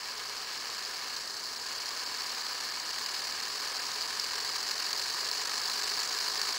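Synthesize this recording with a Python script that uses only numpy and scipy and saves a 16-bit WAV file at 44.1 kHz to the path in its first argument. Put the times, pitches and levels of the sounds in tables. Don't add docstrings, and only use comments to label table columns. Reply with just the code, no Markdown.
import sys
import numpy as np
from scipy import signal
from scipy.fft import rfft, irfft
from scipy.io import wavfile
from scipy.ndimage import uniform_filter1d

SR = 44100
rng = np.random.default_rng(int(sys.argv[2]) if len(sys.argv) > 2 else 0)


def to_linear_factor(level_db):
    exponent = np.asarray(level_db, float) / 20
    return 10 ** exponent


def generate_wav(sig):
    pcm = np.round(np.clip(np.atleast_2d(sig).T, -1, 1) * 32767).astype(np.int16)
    wavfile.write(sys.argv[1], SR, pcm)


N = 290178
T = np.arange(N) / SR

# time_s, level_db
FLOW = [(0, -41), (.9, -39), (1.4, -39.5), (1.8, -38.5), (2.3, -37.5), (2.8, -38), (3.2, -37), (3.6, -37),
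        (4, -36.5), (4.8, -35.5), (5.5, -34.5), (6, -34), (6.58, -34)]
# time_s, depth_factor
CHOP_DEPTH = [(0, 0.092), (1.5, 0.18), (3, 0.65), (4.5, 0.9), (6.58, 1.17)]
# peak_s, peak_db
PUFFS = [(0.6985, -12), (0.821, -19), (1.163, -8), (1.42, -26), (1.905, -22), (2.139, -18), (2.798, -13),
         (3.0594, -9), (3.3223, -13), (3.6716, -22), (3.791, -13), (3.9145, -10), (4.1953, -7),
         (4.401, -11), (4.4458, -14), (4.627, -17), (4.7095, -7), (4.928, -6), (5.013, -19), (5.312, -9),
         (5.43, -21), (5.5395, -13), (5.6146, -18), (5.653, -13), (5.696, -12), (6.0736, -8), (6.354, -12),
         (6.414, -5.5)]
# once_a_turn_db, peak_angle_turns, twice_a_turn_db, peak_angle_turns
SWING = dict(jet=(1.7, .95, .9, .83), edge=(2.2, .96, .5, .85), leak=(1.3, .97, .2, .95),
         outlet=(2.3, .97, .6, .98), casing=(1.9, .96, .3, .95), tube=(.9, .99, .3, .1))
# mid_flow_level_db, follow_db_per_jet_db, shaded_change_db
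PATHS = dict(casing=(-43.5, 0.66, -1.4), outlet=(-46.5, 0.46, -4), tube=(-55.5, 0.41, -.3))


def evened(x):
    return x / np.sqrt(np.mean(x ** 2) + 1e-20)


def curve(rows, column=1):
    rows = np.array(rows, float)
    return np.interp(T, rows[:, 0], rows[:, column])


def coloured(x, points):
    size = 8192
    point_hz, point_db = np.transpose(points)
    hz = np.fft.rfftfreq(size, 1 / SR)
    gain_db = np.interp(np.log(hz + 1), np.log(point_hz), point_db, -60, -60)
    log_gain = np.log(to_linear_factor(gain_db))
    log_gain = np.r_[log_gain, log_gain[-2:0:-1]]
    phase = -signal.hilbert(log_gain).imag
    taps = np.fft.ifft(np.exp(log_gain + 1j * phase)).real[:size // 2]
    return signal.oaconvolve(x, taps / np.linalg.norm(taps))[:N]


def turbine():
    gusts = puffs()
    fast = eddies(500, 0.26, 0.23)
    slow = eddies(60, 1.8, 15.0)
    shell = eddies(300, 0.55, 0.76)
    sag_db = chokes(14, 5.2, -5.5)
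    upper = (nozzle_jet(fast, slow, sag_db, gusts) + disc_edge(fast, slow, shell, sag_db, gusts)
             + leak(fast, slow, shell, sag_db, gusts))
    return upper + outlet(fast, slow, shell) + casing(fast, shell) + feed_tube(shell)


def nozzle_jet(fast, slow, sag_db, gusts):
    # hz, db
    jet_colour = [(2900, -40), (3700, -15), (4200, -3), (4600, -1), (5200, -4.5), (5600, -10.5),
                  (6200, -36)]
    swing_db = 2.06 * fast + .3 * slow + chop(*SWING["jet"])
    return air(jet_colour, curve(FLOW) - 0.8 + sag_db, swing_db, gusts)


def disc_edge(fast, slow, shell, sag_db, gusts):
    # hz, db
    edge_colour = [(4800, -30), (5400, -1.5), (5900, 1), (6600, 0.5), (7950, -3.5), (8200, -14),
                   (9000, -28)]
    swing_db = 2.2 * fast + 0.39 * shell + 0.12 * slow + chop(*SWING["edge"])
    return air(edge_colour, curve(FLOW) - 7.5 + 0.53 * sag_db, swing_db, to_linear_factor(-7.5) * gusts)


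def leak(fast, slow, shell, sag_db, gusts):
    # hz, db
    leak_colour = [(6500, -23), (8000, -9.5), (8300, -0.5), (9000, -0.5), (9600, 2), (9900, 4),
                   (10130, -14), (10600, -31)]
    swing_db = 1.4 * fast + 1.4 * shell + 0.25 * slow + chop(*SWING["leak"])
    return air(leak_colour, curve(FLOW) - 18 + 0.37 * sag_db, swing_db, to_linear_factor(-31) * gusts)


def outlet(fast, slow, shell):
    # hz, db
    outlet_colour = [(1210, -43), (2050, -4.5), (2220, 1), (2410, -3), (2930, -0.5), (3250, -4), (3700, -5),
                     (4810, -28), (8140, -120)]
    swing_db = 1.0 * fast + 1.66 * shell + .4 * slow + chop(*SWING["outlet"])
    return air(outlet_colour, path_db(*PATHS["outlet"]), swing_db)


def casing(fast, shell):
    # hz, db
    casing_colour = [(450, -38), (690, -14.5), (755, -4.5), (800, -7), (920, -5), (990, 0.5), (1100, -2),
                     (1280, -1.5), (1410, -8.5), (1490, -1), (1550, -6.5), (1615, 0.5), (1790, -1.5),
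                     (1850, -3), (2050, -11.5), (2400, -17)]
    swing_db = 0.37 * fast + 1.4 * shell + chop(*SWING["casing"])
    return air(casing_colour, path_db(*PATHS["casing"]), swing_db)


def feed_tube(shell):
    # hz, db
    tube_colour = [(150, -40), (250, -5.5), (360, -2.5), (420, 0), (520, 0.5), (600, -1.5), (700, -0.5),
                   (900, -19)]
    return air(tube_colour, path_db(*PATHS["tube"]), 0.5 * shell + chop(*SWING["tube"]))


def air(colour, level_db, swing_db, extra=0):
    size = to_linear_factor(level_db) * evened(to_linear_factor(swing_db))
    return coloured(np.hypot(size, extra) * rng.standard_normal(N), colour)


def path_db(mid_db, follow, shaded_db):
    mid_flow_db = -37
    shade_start_s, shade_end_s, shade_edge_s = 1.22, 1.64, 0.046
    inside = np.minimum(T - shade_start_s, shade_end_s - T) / shade_edge_s + .5
    return mid_db + follow * (curve(FLOW) - mid_flow_db) + shaded_db * np.clip(inside, 0, 1)


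def chop(first_db, first_at, second_db, second_at):
    # time_s, rotor_turns_per_s
    speed = [(0, 24.15), (6.58, 54.04)]
    start_turn = .55
    turns = start_turn + np.cumsum(curve(speed)) / SR
    once = first_db * np.cos(2 * np.pi * (turns - first_at))
    twice = second_db * np.cos(4 * np.pi * (turns - second_at))
    return curve(CHOP_DEPTH) * (once + twice)


def puffs():
    puff_ms = 3.7
    out = np.zeros(N)
    u = np.arange(1200) / SR * 1000 / puff_ms
    shape = np.minimum(2.0 * u, 1) * np.exp(-u ** 2)
    for peak_s, peak_db in PUFFS:
        part = out[round(peak_s * SR):][:len(u)]
        part += (to_linear_factor(peak_db - 18.0) * shape)[:len(part)]
    return out


def chokes(per_s, length_ms, depth_db):
    chance = per_s * (.4 + .6 * curve(CHOP_DEPTH)) / SR
    ends = rng.uniform(0.25, 1, N) * (rng.random(N) < chance)
    ends[[round(row[0] * SR) for row in PUFFS]] = 1
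    before = np.arange(800)[::-1] / SR * 1000 / length_ms
    sag = signal.oaconvolve(ends, np.exp(-before ** 2))[799:799 + N]
    return depth_db * np.minimum(sag, 1)


def eddies(per_s, rise_ms, fall_ms):
    kicks = rng.exponential(1, N) * (rng.random(N) < per_s / SR)
    for ms in (rise_ms, fall_ms):
        kicks = signal.lfilter([1], [1, -np.exp(-1000 / (ms * SR))], kicks)
    kicks = np.log(kicks / kicks.mean() + 0.1)
    return evened(kicks - uniform_filter1d(kicks, size=6000))


def hum():
    # pitch_hz, width_hz, start_db, middle_db, end_db
    hum_tones = [
        (120, 3.6, -83, -82, -79),
        (245.4, 4.9, -85.5, -73, -87),
        (416, 18.4, -64, -66, -58.5),
    ]
    out = np.zeros(N)
    for pitch_hz, width_hz, *level_db in hum_tones:
        pole = np.exp(-np.pi * width_hz / SR)
        waver = signal.lfilter([1], [1, -pole], rng.standard_normal((2, N)))
        angle = 2 * np.pi * pitch_hz * T
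        tone = evened(waver[0] * np.cos(angle) + waver[1] * np.sin(angle))
        out += to_linear_factor(np.interp(T, [0, 2.6, 4.6], level_db)) * tone
    return out


def room_murmur():
    # hz, db
    room_colour = [(2, -10), (20, -7.5), (150, -6), (250, -2.5), (320, -38)]
    return to_linear_factor(-67.5 + 0.27 * T) * coloured(rng.standard_normal(N), room_colour)


def scene():
    return (turbine() + room_murmur() + hum())[None]


def gated(x, depth_db=-18):
    # band_hz, threshold_db against the running mean
    gate_under = [(4400, -8), (5100, -3.5), (6100, -4), (7600, -6.5)]
    low_hz, high_hz, width_hz = 4400, 7600, 350
    hz, _, z = signal.stft(x, SR, nperseg=256, noverlap=192)
    power = uniform_filter1d(abs(z) ** 2, size=4, axis=1)
    share = power / uniform_filter1d(power, size=300, axis=1)
    around = share[(hz > 5000) & (hz < 8000)].mean(0)
    for low in range(low_hz, high_hz, width_hz):
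        band = (hz >= low) & (hz < low + width_hz)
        under_db = np.interp(low, *np.transpose(gate_under))
        sunk = share[band].mean(0) ** .75 * around ** .5 < to_linear_factor(2 * under_db)
        z[band] *= np.where(sunk, to_linear_factor(depth_db), 1)
    return signal.istft(z, SR, nperseg=256, noverlap=192)[1][:N]


def grit(x):
    # hz, db
    grit_colour = [(8000, -43), (10000, -4.5), (11400, -7), (12000, -4.5), (13800, -3.5), (15200, -3.5),
                   (15900, 6)]
    step = np.sqrt(signal.lfilter([.08], [1, -.92], x ** 2))
    return to_linear_factor(-18.5) * coloured(step * rng.standard_normal(N), grit_colour)


def band_limit(x):
    return signal.sosfilt(signal.butter(12, 17070, fs=SR, output="sos"), x)


def record(dry):
    edge_hz = 15730
    kept = gated(dry[0])
    gritty = kept + grit(kept)
    limited = irfft(rfft(gritty) * (np.fft.rfftfreq(N, 1 / SR) < edge_hz), N)
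    return band_limit(limited[None])


dry = scene()
out = record(dry)
generate_wav(out)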